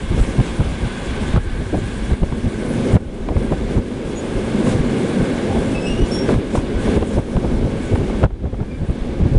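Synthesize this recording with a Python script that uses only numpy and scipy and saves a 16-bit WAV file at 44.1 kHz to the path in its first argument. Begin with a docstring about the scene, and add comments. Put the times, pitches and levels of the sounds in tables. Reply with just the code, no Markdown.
"""Heard first are wind thuds and coach rumble: at night a passenger train rolls past a platform,
close to a small microphone. Noise through resonances makes the rail and wheel roar; shaped noise adds hiss
and rumble. A few wheels squeal as wavering tones with harmonics. The slipstream is patchy low noise with
short buffets and sharp snaps; after the hardest buffets the train is heard much lower and creeps back."""
import sys
import numpy as np
from scipy import signal
from scipy.io import wavfile

SR = 44100
rng = np.random.default_rng(int(sys.argv[2]) if len(sys.argv) > 2 else 0)


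def store_pcm(level_fs):
    """Save levels as 16-bit WAV."""
    pcm = np.round(np.clip(level_fs, -1, 1) * 32767).astype(np.int16)
    wavfile.write(sys.argv[1], SR, np.atleast_2d(pcm).T)


N = 413658

# steady slipstream on the microphone: (time [s], gain [dB])
SLIPSTREAM_LEVEL = [(0.0, -16), (0.45, -27), (0.75, -21), (0.94, -35), (1.15, -20), (1.75, -21),
                    (2.85, -31), (3.34, -15), (3.9, -32), (4.7, -25.5), (5.3, -38), (5.56, -24.5),
                    (6.35, -31.5), (6.7, -22.5), (7.35, -25.5), (7.52, -16), (7.85, -29), (8.1, -21.5),
                    (9.1, -24.5), (9.38, -10)]
# relative spectrum of the slipstream: (frequency [Hz], density [dB per Hz])
SLIPSTREAM_SPECTRUM = [(8.8, -36), (15, 2.5), (44, 12.5), (145, -2.5), (205, -4), (250, -22), (320, -42.5),
                       (550, -120)]
# eddies hitting the microphone: (start [s], thud peak [dB], flutter rms [dB], length [s])
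BUFFETS = [(0.097, -8, -31, 0.067), (0.166, -7.5, -26, 0.053), (0.371, -2, -36, 0.052),
           (0.588, -2.5, -27, 0.038), (0.618, -13, -42, 0.091), (0.803, -9.5, -38, 0.083),
           (1.333, -5, -26, 0.021), (1.348, -3.5, -26, 0.041), (1.597, -17, -30, 0.036),
           (1.724, -10, -18.5, 0.044), (1.763, -11, -26.5, 0.035), (2.099, -5, -28, 0.049),
           (2.216, -3.5, -23, 0.033), (2.312, -12, -40, 0.032), (2.434, -10, -42, 0.062),
           (2.894, -11, -31, 0.042), (2.927, 4.5, -32, 0.051), (3.284, -33, -23.5, 0.058),
           (3.353, -6, -23, 0.031), (3.507, -5.5, -20, 0.045), (3.752, -4, -27, 0.057),
           (4.723, -7.5, -41, 0.068), (4.789, -6.5, -34, 0.028), (5.193, -6.5, -34, 0.053),
           (5.536, -19, -20.5, 0.054), (5.996, -5, -44, 0.057), (6.28, -14, -23, 0.043),
           (6.323, -8.5, -33, 0.082), (6.548, -10, -13, 0.014), (6.572, -6.5, -34, 0.035),
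           (6.868, -11, -19.5, 0.035), (6.958, -8, -16, 0.03), (7.012, -10, -23, 0.033),
           (7.162, -4, -20, 0.047), (7.346, -5, -30, 0.041), (7.421, -21, -24, 0.06),
           (7.505, -11.5, -44, 0.044), (7.616, -10, -26, 0.08), (7.907, -5, -22, 0.054),
           (7.968, -10, -43, 0.087), (8.217, -1, -21, 0.053), (8.415, -13, -32.5, 0.076),
           (8.519, -15.5, -34, 0.034), (8.581, -9.5, -34, 0.068), (8.784, -10, -42, 0.087),
           (8.882, -5, -33, 0.038), (9.187, -5, -41, 0.067), (9.245, -3.5, -26, 0.038),
           (9.334, -25, -26.5, 0.064)]
# sharp pressure steps inside the eddies: (start [s], peak of the dull body [dB])
SNAPS = [(0.181, -22), (0.399, -12), (0.602, -21), (1.361, -9.5), (1.375, -13), (1.742, -20), (2.232, -16),
         (2.323, -19.5), (2.952, -17), (2.965, -11), (3.287, -15.5), (3.365, -15), (3.521, -14),
         (4.668, -11.5), (6.289, -9), (6.341, -13), (6.552, -12), (6.575, -16), (6.965, -17), (7.026, -12),
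         (7.183, -16), (7.367, -10.5), (7.447, -17), (7.938, -18), (7.956, -14.5), (8.098, -18.5),
         (8.137, -22), (8.230, -9), (8.238, -3.5), (8.256, -21), (8.305, -33), (8.435, -34), (8.455, -29),
         (8.542, -29), (8.603, -22), (8.629, -27), (8.896, -28)]
# drops after the hardest buffets: (start [s], depth before the recovery curve [dB])
DIPS = [(1.37, 8), (2.135, 6), (2.959, 17), (3.78, 5.5), (6.35, 5), (6.97, 5), (7.19, 3.5), (8.25, 21)]
# wheel squeals: (start [s], rise [s], fall [s], start pitch [Hz], end pitch [Hz],
# level before doubling and throb [dB], 2nd harmonic against the fundamental [dB])
SQUEALS = [(.19, .01, .06, 7750, 7700, -47, -40), (.46, .03, .04, 7700, 7700, -53, -40),
           (2.67, .01, 0.18, 10250, 9900, -53, -40), (4.154, 0.023, 0.036, 6760, 6750, -37, -40),
           (5.48, 0.032, 0.12, 794, 789, -33.5, -40), (5.62, .05, .04, 7350, 7400, -55, -35),
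           (5.742, .012, .11, 2612, 2630, -36, -17), (5.79, 0.088, 0.037, 2620, 2606, -33.5, -10),
           (5.855, 0.019, 0.14, 2845, 2760, -34, -11), (5.94, 0.065, 0.088, 2860, 2950, -40.5, -9),
           (6.055, .01, .025, 7000, 7080, -47, -40), (6.065, .01, 0.033, 9350, 9300, -46, -40),
           (6.112, 0.011, 0.15, 5460, 5580, -32, -20), (6.115, .01, 0.022, 9700, 9700, -47, -40),
           (6.128, 0.012, .07, 3430, 3380, -42, -5), (6.135, 0.012, .035, 9050, 9050, -43, -40),
           (7.82, .01, 0.043, 7800, 7800, -52, -40), (8.688, .03, 0.088, 2380, 2340, -48, -16)]
# underlying rolling noise: (time [s], roar gain [dB], hiss above the roar gain [dB], rumble gain [dB])
ROLLING_LEVEL = [(0.0, -43.5, -4, -30.5), (0.4, -40.5, -3.5, -24.5), (0.75, -41.5, -5, -28.5),
                 (1.3, -39.5, -5.5, -27), (2.0, -40.5, -3.5, -26), (2.5, -41, -3.5, -22.5),
                 (2.9, -39.5, -2.5, -17.5), (3.6, -40.5, -6.5, -19.5), (4.2, -40.5, -3.5, -20),
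                 (4.6, -39.5, -5.5, -17), (5.55, -40.5, -4.5, -18), (5.8, -43.5, -4, -20.5),
                 (6.25, -41.5, -5.5, -18.5), (6.75, -42, -6.5, -20.5), (7.4, -43.5, 0.5, -20),
                 (8.2, -44.5, -8, -21), (8.8, -44.5, -5.5, -23.5), (9.38, -45, -11, -20.5)]
# a wheelset passes close and the rolling noise changes:
# (centre [s], bell width [s], roar change [dB], hiss-above-roar change [dB], rumble change [dB])
WHEELSET_SWELLS = [(0.2, 0.027, 2.5, 1, 1.5), (2.74, 0.096, -0.5, 0, 0.5), (3.46, 0.067, 2.5, 1.5, 2),
                   (3.71, 0.022, 1, 5, 3.5), (4.7, .03, 3, 8.5, 2), (6.1, .04, 0, 3.5, -2),
                   (6.31, 0.018, 2, 0, 7.5), (6.56, .03, 1.5, 7, 5), (6.91, 0.088, 5, 0, 4.5),
                   (7.14, 0.02, 3.5, 3, 3.5), (7.55, 0.097, -0.5, -7, 1.5), (7.86, 0.057, 1.5, 1, -2.5)]
# relative spectra of coach rumble, running-gear hiss and rail roar: (frequency [Hz], density [dB per Hz])
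RUMBLE_SPECTRUM = [(65, -17), (110, -1.5), (177, -3.5), (221, 5.5), (300, -7.5), (343, -1), (546, -11),
                   (629, -22), (800, -25), (1040, -58.5), (1760, -120)]
HISS_SPECTRUM = [(2530, -26.5), (4300, 6), (4550, -10), (6340, 7.5), (8020, -4), (9890, 8.5),
                 (10500, -16.5), (13600, -48), (22000, -120)]
ROAR_SPECTRUM = [(380, -41.5), (650, -2), (1120, 0), (1370, -9), (1580, -7), (1910, -10.5), (2190, -4.5),
                 (3380, -8), (4800, -18), (6240, -40.5), (10600, -120)]
# coach and sleeper resonances: (frequency [Hz], width [Hz], level against the broad rumble [dB])
COACH_MODES = [(213.7, 17, -16), (330.4, 80, -9), (542, 39, -14.5)]
# wheel and rail resonances excited by roughness: (frequency [Hz], width [Hz], level against rms 1 [dB])
WHEEL_MODES = [(790, 90, -6), (1516, 37, -4.5), (1620, 125, 0.5), (2187, 120, -3.5), (3370, 110, -9),
               (5030, 61, -26), (7680, 90, -27), (10050, 86, -33), (4050, 350, -14), (8265, 31, -25)]

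DROP_S, RECOVERY_S = 0.01, 0.56   # time constants of a dip
RUMBLE_DIP_SHARE, WIND_DIP_SHARE = 0.85, 0.27   # share of the dip in dB
EDGE_FADE_POWER = 2.5   # a snap's edge dies this many times faster than its body
EDGE_DB = -13   # peak of the bright edge against the body
THIRD_BELOW_SECOND_DB = -5   # third squeal harmonic against the second
FALL_CURVE = 1.1   # exponent of a squeal's fall
KNEE = 0.29   # share of full scale
CUTOFF_HZ = 10950   # stop-band edge of the final steep low-pass, above which nothing is heard


def from_db(db):
    """Decibels to gain."""
    return 10 ** (np.asarray(db) / 20)


def rms_one(x):
    """Scale to rms 1."""
    return x / np.sqrt(np.mean(x ** 2) + 1e-20)


def in_time(rows):
    """Interpolate the columns of a timed table, one value a sample."""
    s, *columns = np.transpose(rows)
    return [np.interp(np.arange(N) / SR, s, column) for column in columns]


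def drift(corner_hz):
    """Slow chance of rms 1: noise at every 40th sample through two equal one-pole low-passes."""
    r = np.exp(-2 * np.pi * corner_hz * 40 / SR)
    white = rng.standard_normal(N // 40 + 2002)
    slow = signal.lfilter([1], [1, -2 * r, r * r], white)[2000:]   # drop the filter's settling
    return np.interp(np.arange(N) / 40, np.arange(len(slow)), rms_one(slow))


def band(x, low_hz, high_hz):
    """Butterworth band-pass."""
    return signal.sosfilt(signal.butter(2, [low_hz, high_hz], "band", fs=SR, output="sos"), x)


def banded_noise(spectrum, patchy_db, rate):
    """Third-octave noise bands, each with its level and a partly shared flicker; rms 1."""
    hz, level_db = np.transpose(spectrum)
    octaves = np.arange(0, np.log2(hz[-1] / hz[0]) + 1 / 3, 1 / 3)
    edges = hz[0] * 2 ** octaves
    edges = edges[edges < .3 * SR]
    white = rng.standard_normal((2, N))   # neighbouring bands use different noise
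    together = drift(rate)
    out = 0
    for k, (low, high) in enumerate(zip(edges, edges[1:])):
        centre_db = np.interp(np.log(low * high) / 2, np.log(hz), level_db)
        flicker_db = patchy_db * (.8 * together + drift(rate))
        out = out + from_db(centre_db + flicker_db) * band(white[k % 2], low, high)
    return rms_one(out)


def resonant_noise(modes, patchy_db):
    """Noise through a two-pole resonance per mode, each coming and going on its own."""
    out = 0
    for hz, width_hz, level_db in modes:
        r = np.exp(-np.pi * width_hz / SR)
        poles = [1, -2 * r * np.cos(2 * np.pi * hz / SR), r * r]
        ringing = signal.lfilter([1, 0, -1], poles, rng.standard_normal(N))
        out = out + from_db(level_db + patchy_db * drift(1.7)) * rms_one(ringing)
    return out


def dip_db():
    """Each dip falls within tens of milliseconds and recovers exponentially."""
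    start, depth_db = np.transpose(DIPS)[:, :, None]
    since = np.maximum(np.arange(N) / SR - start, 0)
    drop = 1 - np.exp(-since / DROP_S)
    return -np.sum(depth_db * drop * np.exp(-since / RECOVERY_S), axis=0)


def slipstream(dip):
    """Turbulent air moving past the microphone makes patchy low noise."""
    (wind_db,) = in_time(SLIPSTREAM_LEVEL)
    wind = banded_noise(SLIPSTREAM_SPECTRUM, patchy_db=4.0, rate=23.0)
    return from_db(wind_db + WIND_DIP_SHARE * dip) * wind


def buffets():
    """Each eddy that hits the microphone port gives a low thud and a faster flutter."""
    white = rng.standard_normal((2, N))
    thud = band(white[0], 27, 131.0)
    flutter = band(band(white[1], 150, 615), 150, 615)   # twice, for steeper sides
    out = np.zeros(N)
    for start, thud_db, flutter_db, length in BUFFETS:
        end = start + max(length, .01)
        at = slice(round(start * SR), min(round(end * SR), N))
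        hump = np.sin(np.linspace(0, np.pi, at.stop - at.start)) ** 1.12
        push = hump * thud[at]
        out[at] += from_db(thud_db) * push / np.abs(push).max()
        out[at] += from_db(flutter_db) * rms_one(hump * flutter[at])
    return out


def snaps():
    """A pressure step is a burst of jolts dying within milliseconds, dull but with a bright edge."""
    fade = np.exp(-np.arange(round(.03 * SR)) / (0.0052 * SR))
    out = np.zeros(N + len(fade))
    noise = rng.standard_normal((len(SNAPS), len(fade)))
    for (start, peak_db), jolts in zip(SNAPS, noise):
        jolts = jolts + 4.0 * (fade == 1)   # extra push on the first jolt
        jolts = band(jolts, 110, 3500)   # the port dulls the top of each step
        body = band(jolts * fade, 340, 990)
        edge = band(jolts * fade ** EDGE_FADE_POWER, 900, 2800)
        snap = body / np.abs(body).max() + from_db(EDGE_DB) * edge / np.abs(edge).max()
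        out[round(start * SR):][:len(fade)] += from_db(peak_db) * snap
    return out[:N]


def squeals():
    """Stick-slip of a flange: a wavering tone with harmonics that swells, throbs and dies."""
    out = np.zeros(N)
    waver = drift(150.0)
    throb = from_db(3.5 * drift(80.0))
    for start, rise, fall, start_hz, end_hz, level_db, second_db in SQUEALS:
        t = np.arange(round((rise + fall) * SR)) / SR
        at = slice(round(start * SR), round(start * SR) + len(t))
        glide_hz = start_hz + (end_hz - start_hz) * t / t[-1]
        phase = 2 * np.pi * np.cumsum(glide_hz * (1 + .005 * waver[at])) / SR
        overtones = np.sin(2 * phase) + from_db(THIRD_BELOW_SECOND_DB) * np.sin(3 * phase)
        tone = np.sin(phase) + from_db(second_db) * overtones
        dying = np.clip(1 - (t - rise) / fall, 0, 1) ** FALL_CURVE
        shape = np.minimum(t / rise, 1) * dying
        out[at] += from_db(level_db) * 2 * shape * throb[at] * tone
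    return out


def swell_db():
    """Bell-shaped changes of roar, hiss and rumble as a wheelset passes close."""
    rows = np.array(WHEELSET_SWELLS)
    centre, width = rows[:, :1], rows[:, 1:2]
    bells = np.exp(-.5 * ((np.arange(N) / SR - centre) / width) ** 2)
    return rows[:, 2:].T @ bells


def coach_rumble():
    """Broad low noise with the resonances of coaches and sleepers."""
    broad = banded_noise(RUMBLE_SPECTRUM, patchy_db=1.0, rate=14.0)
    return broad + resonant_noise(COACH_MODES, patchy_db=1.2)


def running_gear_hiss():
    """Flickering treble noise of the running gear."""
    return banded_noise(HISS_SPECTRUM, patchy_db=1.5, rate=13.0)


def rail_and_wheel_roar():
    """Roughness noise, broad and through the resonances of rail and wheel."""
    ringing = resonant_noise(WHEEL_MODES, patchy_db=1.5)
    broad = banded_noise(ROAR_SPECTRUM, patchy_db=.8, rate=12.0)
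    return from_db(5.0) * broad + ringing


def train(dip):
    """Rolling contact gives roar and hiss, the coaches rumble; dips lower all three."""
    roar_db, hiss_db, rumble_db = in_time(ROLLING_LEVEL) + swell_db()
    rolling = rail_and_wheel_roar() + from_db(hiss_db) * running_gear_hiss()
    rumble = from_db(rumble_db + RUMBLE_DIP_SHARE * dip) * coach_rumble()
    return from_db(roar_db + dip) * rolling + rumble


def scene():
    """Wind, squeals and train add up at one microphone close to the track."""
    dip = dip_db()
    wind = slipstream(dip) + buffets() + snaps()
    return (wind + squeals() + train(dip))[None]


def record(dry):
    """Peaks are rounded above the knee, the input overloads at full scale; a steep low-pass cuts the top."""
    over = np.maximum(np.abs(dry) - KNEE, 0)
    rounded = np.clip(dry - np.sign(dry) * over * .35, -1, 1)
    low_pass = signal.cheby2(24, 70, CUTOFF_HZ, fs=SR, output="sos")
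    return signal.sosfilt(low_pass, rounded)


dry = scene()
out = record(dry)
store_pcm(out)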